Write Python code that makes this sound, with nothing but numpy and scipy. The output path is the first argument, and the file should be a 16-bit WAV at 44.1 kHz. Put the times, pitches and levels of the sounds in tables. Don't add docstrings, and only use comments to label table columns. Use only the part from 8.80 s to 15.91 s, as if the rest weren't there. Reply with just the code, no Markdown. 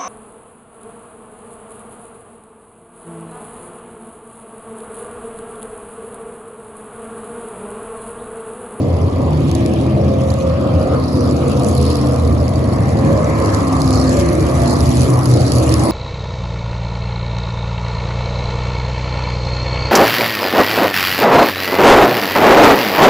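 import sys
import numpy as np
from scipy import signal
from scipy.fft import rfft, irfft, next_fast_len
from scipy.io import wavfile
from scipy.ndimage import uniform_filter1d

SR = 44100
rng = np.random.default_rng(int(sys.argv[2]) if len(sys.argv) > 2 else 0)


def wav_record(signal):
    frames = np.transpose(np.atleast_2d(signal))
    bounded = np.clip(frames, -1, 1)
    quanta = np.round(bounded * 32767).astype(np.int16)
    wavfile.write(sys.argv[1], SR, quanta)


N = 313551
T = np.arange(N) / SR
HZ = np.fft.rfftfreq(N, 1 / SR)
CYLINDERS = 8

PACK_ABREAST = [0.52, -0.16, 0.4, 2, 3, 3.5, 4, 4.5, 4.5, 5.5, 6.5, 6.5, 7]
# frequency_hz, gain_db
PACK_COLOUR = [(20, -9.5), (45, -3.5), (54, -10), (63, 4.5), (74, 8), (110, 8), (140, 6), (190, 0),
               (290, 1), (390, -8), (470, -3), (560, -3), (700, -8.5), (850, -12), (1130, -7.5),
               (1280, -14.5), (1450, -24), (2100, -21.5), (3800, -51.5)]
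PACK_EDGES = [105, 190, 400, 800, 1450]
# time_s, throb_db, boom_db, bark_db, rasp_db
PACK_LOW = [(0.0, -27, -18, -22.5, -26), (0.45, -21, -24.5, -22.5, -28.0), (0.9, -30.5, -20.5, -19, -26.5),
            (1.3, -26, -24.5, -23, -25.5), (1.8, -24, -21, -20.5, -28.5), (2.25, -26, -24.5, -25, -27),
            (2.65, -25, -21.5, -19.5, -24.5), (3.2, -28.5, -27, -23.5, -26.5),
            (3.8, -19, -20.0, -21.5, -27.5), (4.5, -27.5, -20, -21.5, -25.5), (5.3, -25, -22, -23.5, -26.5),
            (5.85, -22.5, -21.0, -24.5, -26.0), (6.4, -21.5, -21, -21.5, -26),
            (7.1, -21, -20.5, -20, -23.5)]
# time_s, snarl_db, rush_db
PACK_TREBLE = [(0, -34.5, -49.5), (.9, -38.5, -48), (1.8, -34.5, -46.5), (2.7, -33.5, -47),
               (3.6, -36.5, -46.5), (4.7, -33.5, -37.5), (5.15, -33, -43.5), (5.4, -32, -37.5),
               (5.9, -30.5, -42.5), (6.65, -34, -43), (7.1, -25, -41.5)]

# frequency_hz, side_gain_db
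SCATTER_WIDTH = [(30, -16), (60, -15), (125, -25), (260, -10.5), (550, -6), (1100, -4), (1800, 6),
                 (2600, -16), (4000, 1)]
# frequency_hz, lag_rad
LEFT_LAG = [(30, .05), (125, 0.18), (260, 0.53), (550, 0.73), (780, 1), (1120, .3), (2000, .3)]

# frequency_hz, gain_db
PORT_COLOUR = [(1000, -48), (2400, -0.5), (3500, -3), (4400, 6), (5400, 2), (6300, -0.5), (7600, 2),
               (8700, 1.5), (9800, 2), (11500, -6)]
# frequency_hz, likeness
PORT_LIKENESS = [(2000, 0.24), (4300, -0.05), (5200, -0.02), (6500, 0.72), (7500, -0.5), (8200, -1.05),
                 (9200, -0.97), (9900, -0.1), (10600, 3)]
# frequency_hz, left_minus_right_db
PORT_BALANCE = [(2500, 0.5), (4300, -2.5), (5200, -6), (6500, -0.5), (8000, 0)]
CRACKLE_EDGES = [3800, 5500, 7800]
# time_s, rattle_db, grit_db, fizz_db, sizzle_db
CRACKLE_BED = [(0, -47, -48, -52, -48.5), (1.9, -43, -46, -53, -48.5), (2.7, -40.5, -43.5, -44.5, -41),
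               (3.8, -46.5, -44, -47, -44), (5, -42, -43.5, -41, -39), (7.1, -39.5, -34.5, -38, -29.5)]
# centre_s, half_width_s, rattle_db, grit_db, fizz_db, sizzle_db
CRACKLE_SURGES = [(.8, 0.25, 6.5, 0, 5, 4.5), (1.517, 0.19, 0.5, -2, 8, 3), (2.36, 0.19, -6, 8, 0, 2.5),
                  (2.883, 0.082, 0, 0.5, 6, 6), (3.093, 0.15, 2, 11, 2, 7.5),
                  (4.717, 0.11, 1.5, 5.5, 4, 1.5), (5.16, 0.17, -3, 10, 5, 2),
                  (5.373, 0.092, 4.5, 2.5, 4.5, 1), (5.923, 0.061, -6, 9, 3, 1),
                  (6.208, 0.11, 4, 4.5, 5, 4), (6.384, 0.14, -3, -5, -3.5, -2.5),
                  (6.603, 0.13, -1, 4, 3, -2.5), (6.909, 0.073, 6.5, -5, 4, -3)]
# start_s, relative_level_db, left_minus_right_db
SNAPS = [(0.714, -8, -2), (0.751, -7.5, -4), (0.861, -7, 1), (0.937, -13, 0), (1.012, -13, 0),
         (1.5034, -14, -10), (1.5393, -12, -4), (2.029, -19, 0), (2.408, -16, -2), (2.846, -6, -3),
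         (3.0286, -11, -3), (3.156, -7, -4), (3.361, -12, -5), (3.6806, -17, -17), (4.091, -12, 0),
         (4.6592, -6.5, -4), (4.747, -3, 2), (5.018, -1.5, -2), (5.0767, -6, -9), (5.107, -4, -3),
         (5.146, -9, -8), (5.294, -10, -12), (5.398, -6.5, 7), (5.8787, -10, -5), (6.0062, -10.5, -16),
         (6.218, -2, -2), (6.338, -10, 5), (6.457, -3, -9), (6.5373, -9, -10), (6.7195, 2, 5),
         (6.925, -7, -5), (6.94, 2.5, 1)]

# abreast_s, cycle_hz, mach, glide_s, snarl_loudest_s, snarl_half_width_s, snarl_db
NEAR_CARS = [(-.139, 30.2, .193, .56, .49, 1, -39), (1.46, 28.02, .082, .551, 1.8, .91, -37),
             (2.5, 31.3, .071, .57, 2.2, 0.75, -32.5), (2.5, 27.95, .066, .718, 2.88, .5, -29),
             (3.5, 29.655, .06, .583, 3.37, .6, -35), (3.5, 28.06, .204, 1.62, 4.3, .75, -31),
             (5.5, 32.35, .061, .723, 5.04, 0.41, -31), (6, 30.92, .065, .87, 5.94, .51, -32.5),
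             (7.5, 29.9, .073, .646, 6.63, 0.76, -36), (5, 28.23, .129, .825, 5, 0.43, -34.5)]
# frequency_hz, gain_db
SNARL_COLOUR = [(380, -6), (480, 4), (590, -1), (700, -4.5), (860, -16.5), (1000, -8), (1130, -2.5),
                (1280, -6), (1450, -19.5), (2100, -33.5), (2600, -28)]
# car_number, cycle_multiple, loudest_s, half_width_s, base_db
EXHAUST_NOTES = [(1, 3, 0.2, 0.15, -17.5), (1, 3, 0.7, 0.9, -24.0), (1, 5, 1.45, 0.9, -21.5),
                 (2, 3, 0.25, 0.45, -22.0), (2, 3, 1.65, 0.9, -22.0), (2, 3, 3.0, 0.9, -23.0),
                 (2, 3, 3.5, 0.15, -19.5), (2, 5, 0.6, 0.15, -19.5), (2, 5, 1.25, 0.15, -22.5),
                 (2, 5, 3.2, 0.9, -21.0), (2, 14, 1.15, 0.15, -31.0), (2, 21, 1.1, 0.65, -35.5),
                 (3, 3, 2.45, 0.9, -26.5), (3, 5, 1.9, 0.9, -28.0), (3, 7, 3.25, 0.9, -30.0),
                 (3, 8, 2.4, 0.32, -22.5), (3, 9, 2.65, 0.9, -28.5), (3, 10, 0.95, 0.45, -23.5),
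                 (3, 11, 2.6, 0.32, -27.0), (3, 14, 3.05, 0.15, -32.0), (3, 15, 1.8, 0.9, -35.0),
                 (3, 16, 1.6, 0.65, -27.5), (3, 17, 1.85, 0.32, -28.0), (3, 19, 1.9, 0.45, -33.0),
                 (3, 20, 1.35, 0.22, -35.5), (3, 23, 2.1, 0.15, -37.5), (4, 3, 2.0, 0.15, -22.5),
                 (4, 3, 3.0, 0.15, -19.5), (4, 5, 2.85, 0.45, -23.0), (4, 7, 1.2, 0.45, -24.5),
                 (4, 8, 2.95, 0.32, -26.5), (4, 9, 1.0, 0.9, -30.0), (4, 11, 1.1, 0.15, -26.5),
                 (4, 11, 3.2, 0.15, -21.5), (4, 16, 2.95, 0.22, -31.5), (4, 18, 2.0, 0.15, -27.5),
                 (4, 25, 3.25, 0.15, -34.5), (4, 26, 3.05, 0.22, -33.5), (5, 16, 3.0, 0.65, -28.0),
                 (5, 22, 3.75, 0.15, -32.5), (5, 23, 2.85, 0.15, -35.5), (6, 3, 4.4, 0.45, -23.0),
                 (6, 3, 5.45, 0.65, -21.0), (6, 15, 2.55, 0.15, -27.0), (7, 3, 4.85, 0.9, -21.0),
                 (7, 8, 4.95, 0.15, -19.0), (7, 9, 6.2, 0.9, -28.0), (7, 11, 5.6, 0.8, -25.5),
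                 (7, 16, 4.5, 0.45, -25.0), (7, 18, 4.45, 0.15, -29.5), (7, 22, 5.0, 0.45, -38.0),
                 (7, 23, 4.15, 0.15, -36.0), (7, 24, 5.05, 0.22, -38.5), (7, 27, 4.7, 0.32, -37.0),
                 (7, 30, 4.6, 0.65, -39.5), (7, 32, 4.8, 0.22, -35.0), (7, 34, 4.95, 0.22, -36.5),
                 (7, 35, 5.0, 0.32, -36.0), (7, 38, 4.9, 0.45, -40.0), (8, 4, 6.65, 0.45, -17.0),
                 (8, 5, 5.35, 0.9, -24.5), (8, 8, 5.25, 0.22, -16.5), (8, 8, 5.95, 0.32, -21.5),
                 (8, 10, 5.35, 0.9, -27.5), (8, 11, 6.95, 0.22, -24.5), (8, 14, 5.9, 0.9, -36.0),
                 (8, 16, 5.5, 0.9, -33.5), (8, 17, 5.5, 0.45, -28.5), (8, 18, 5.4, 0.15, -25.5),
                 (8, 19, 5.5, 0.15, -30.0), (8, 19, 6.0, 0.22, -31.0), (8, 22, 5.9, 0.45, -33.0),
                 (9, 10, 6.85, 0.22, -24.5), (9, 15, 6.8, 0.22, -31.0), (10, 3, 6.15, 0.15, -18.5),
                 (10, 3, 6.9, 0.22, -19.0), (10, 5, 5.85, 0.22, -20.0), (10, 5, 6.55, 0.45, -15.5),
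                 (10, 11, 4.55, 0.15, -25.0), (10, 12, 5.6, 0.15, -24.5), (10, 13, 5.5, 0.15, -23.0)]


def amp(db):
    return 10 ** (np.asarray(db) / 20)


def unit(x):
    return x / np.sqrt(np.mean(x ** 2) + 1e-20)


def over_time(rows):
    times_s, *columns = np.transpose(rows)
    return [np.interp(T, times_s, column) for column in columns]


def over_hz(points):
    hz, value = np.transpose(points)
    return np.interp(np.log(HZ + 1), np.log(hz), value)


def shaped(x, gain):
    size = next_fast_len(N)
    gain = np.interp(np.fft.rfftfreq(size, 1 / SR), HZ, gain)
    return irfft(rfft(x, size) * gain, size)[..., :N]


def below(hz, order=16):
    return 1 / np.sqrt(1 + (HZ / hz) ** order)


def banded(x, edges_hz, levels_db):
    steps = [0 * HZ] + [below(hz, order=24) ** 2 for hz in edges_hz] + [1 + 0 * HZ]
    bands = np.diff(steps, axis=0)
    return sum(unit(shaped(x, band)) * amp(level_db) for band, level_db in zip(bands, levels_db))


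def drift(rate_hz):
    knots = rng.standard_normal(4096)
    return unit(np.interp(T * rate_hz, np.arange(len(knots)), knots))


def flicker(x, depth_db, bins, frames):
    spectra = signal.stft(x, nperseg=512, noverlap=384)[2]
    patches = uniform_filter1d(rng.standard_normal(spectra.shape[-2:]), bins, axis=0)
    patches = unit(uniform_filter1d(patches, frames, axis=1))
    patches *= np.minimum((np.arange(len(patches)) + 2) / 8, 1)[:, None]
    return signal.istft(spectra * amp(depth_db * patches), nperseg=512, noverlap=384)[1][..., :N]


def exhaust(multiples, levels_db, cycles, scatter, size=32768):
    partials = np.zeros(size // 2 + 1, complex)
    partials[multiples] = amp(levels_db) * np.exp(2j * np.pi * scatter * rng.random(len(multiples)))
    one_cycle = irfft(partials) * size / np.sqrt(2)
    return one_cycle[(cycles * size).astype(int) % size]


def pack_car(abreast_s, cycle_hz=30, mach=.11, glide_s=.9, beaming=1.03):
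    along = (T - abreast_s) / glide_s
    distance = np.sqrt(1 + along ** 2)
    heard_hz = cycle_hz * rng.uniform(0.96, 1.04) / (1 + mach * along / distance)
    heard_hz *= 1 + .0035 * drift(45)
    multiples = np.arange(2, 96)
    levels_db = 3.3 * rng.standard_normal(len(multiples)).clip(-2, 2)
    return exhaust(multiples, levels_db, np.cumsum(heard_hz) / SR, scatter=0.99) / distance ** beaming


def pack_roar(rush_db=-7.0, rush_hz=2200):
    engines = unit(sum(pack_car(abreast_s) for abreast_s in PACK_ABREAST))
    rush = unit(shaped(rng.standard_normal(N), below(rush_hz, order=2)))
    ragged = flicker(engines + amp(rush_db) * rush, depth_db=2.5, bins=4, frames=36)
    roar = shaped(ragged, amp(over_hz(PACK_COLOUR)) * below(5300))
    return banded(roar, PACK_EDGES, [*over_time(PACK_LOW), *over_time(PACK_TREBLE)])


def wall_and_stands(direct, t60_s=0.49, echoes=500):
    delays = rng.integers(SR // 200, SR // 4, echoes)
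    taps = np.zeros(SR // 4)
    taps[delays] = rng.choice([-1, 1], echoes) * amp(-60 * delays / SR / t60_s)
    scattered = signal.fftconvolve(direct, taps / np.linalg.norm(taps))[:N]
    lag_rad = over_hz(LEFT_LAG).clip(0, 2)
    side = shaped(scattered, amp(over_hz(SCATTER_WIDTH))) + shaped(direct, -1j * np.tan(lag_rad / 2))
    return np.array([direct + side, direct - side])


def microphone_ports(left, right):
    likeness = np.clip(over_hz(PORT_LIKENESS), -.99, .99)
    colour, balance = amp(over_hz(PORT_COLOUR)), amp(over_hz(PORT_BALANCE) / 2)
    mid, side = colour * np.sqrt((1 + likeness) / 2), colour * np.sqrt((1 - likeness) / 2)
    own, across = mid + side, mid - side
    left_port = shaped(left, own * balance) + shaped(right, across * balance)
    right_port = shaped(left, across / balance) + shaped(right, own / balance)
    return np.array([left_port, right_port]) / np.sqrt(2)


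def microphone_crackle(pressure, base_per_s=430, trough_bias=0.79, size_db=6.0, ring_s=0.0015):
    chance = base_per_s / SR * np.exp(-trough_bias * unit(pressure))
    struck = rng.random((3, N)) < chance
    sizes = struck * amp(size_db * np.minimum(rng.exponential(1, (3, N)), 4))
    decay = np.exp(-np.arange(SR // 100) / SR / ring_s)
    power = signal.oaconvolve(sizes ** 2, decay[None], axes=1)[:, :N].clip(0)
    power = (power[:2] + power[2]) / (2 * power.mean())
    bursts = shaped(np.sqrt(power) * rng.standard_normal((2, N)), 1 - below(2880, order=6))
    hiss = shaped(rng.standard_normal((2, N)), 0.54 + below(3600, order=6) / 2)
    buzz = flicker(microphone_ports(*(bursts + hiss)), depth_db=3, bins=6, frames=7)
    surges_db = sum(np.outer(gains_db, np.exp(-((T - centre_s) / half_width_s) ** 2))
                    for centre_s, half_width_s, *gains_db in CRACKLE_SURGES)
    return banded(buzz, CRACKLE_EDGES, over_time(CRACKLE_BED) + surges_db)


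def microphone_snaps(ring_s=0.0006, gain_db=-10.5, low_cut_hz=2600):
    blows = np.zeros((2, N + SR))
    t = np.arange(SR // 100) / SR
    envelope = t / ring_s * np.exp(1 - t / ring_s)
    for start_s, level_db, pan_db in SNAPS:
        start = round(start_s * SR)
        gains = amp([[level_db + pan_db / 2], [level_db - pan_db / 2]])
        blows[:, start:start + len(t)] += gains * envelope * rng.standard_normal((2, len(t)))
    return amp(gain_db) * shaped(microphone_ports(*blows[:, :N]), 1 - below(low_cut_hz, order=6))


def beam(loudest_s, half_width_s):
    return np.exp(-np.minimum(((T - loudest_s) / half_width_s) ** 2, 20))


def exhaust_note(cycles, multiple, loudest_s, half_width_s, base_db, trim_db=0.03, tilt_db=-0.3):
    octaves = np.log2(multiple / CYLINDERS)
    flutter_db = 1.65 * (1 + octaves / 2) * drift(16)
    gain = beam(loudest_s, half_width_s) * amp(base_db + trim_db + tilt_db * octaves + flutter_db)
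    blur = 0.0068 * multiple * drift(22)
    return np.sqrt(2) * gain * np.cos(2 * np.pi * (round(multiple) * cycles + blur + rng.random()))


def near_car(number, car, wobble=0.00094, jitter_cycles=0.0029, flutter_db=4.0):
    abreast_s, cycle_hz, mach, glide_s, loudest_s, half_width_s, snarl_db = car
    since_s = T - abreast_s
    heard_hz = cycle_hz / (1 + mach * since_s / np.hypot(since_s, glide_s))
    cycles = np.cumsum(heard_hz * (1 + wobble * drift(30))) / SR
    multiples = np.arange(12, 80)
    levels_db = np.interp(multiples * cycle_hz, *np.transpose(SNARL_COLOUR))
    levels_db += 4 * rng.standard_normal(len(multiples)).clip(-1.5, 1.5)
    snarl = unit(exhaust(multiples, levels_db, cycles + jitter_cycles * drift(40), scatter=0.64))
    snarl *= beam(loudest_s, half_width_s) * amp(snarl_db + flutter_db * drift(14))
    notes = sum(exhaust_note(cycles, *note) for owner, *note in EXHAUST_NOTES if round(owner) == number)
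    return snarl + notes


def scene():
    near = sum(near_car(number, car) for number, car in enumerate(NEAR_CARS, 1))
    return wall_and_stands(near + pack_roar())


def record(dry, gain_db=0.22, ceiling=.95, top_hz=11780):
    loud = amp(gain_db) * dry + microphone_crackle(dry.mean(0)) + microphone_snaps()
    rounded = loud / (1 + (loud / ceiling) ** 6) ** (1 / 6)
    low_pass = signal.firwin(201, top_hz, window=("kaiser", 9), fs=SR)
    return signal.oaconvolve(rounded, low_pass[None], "same")


dry = scene()
out = record(dry)
wav_record(out)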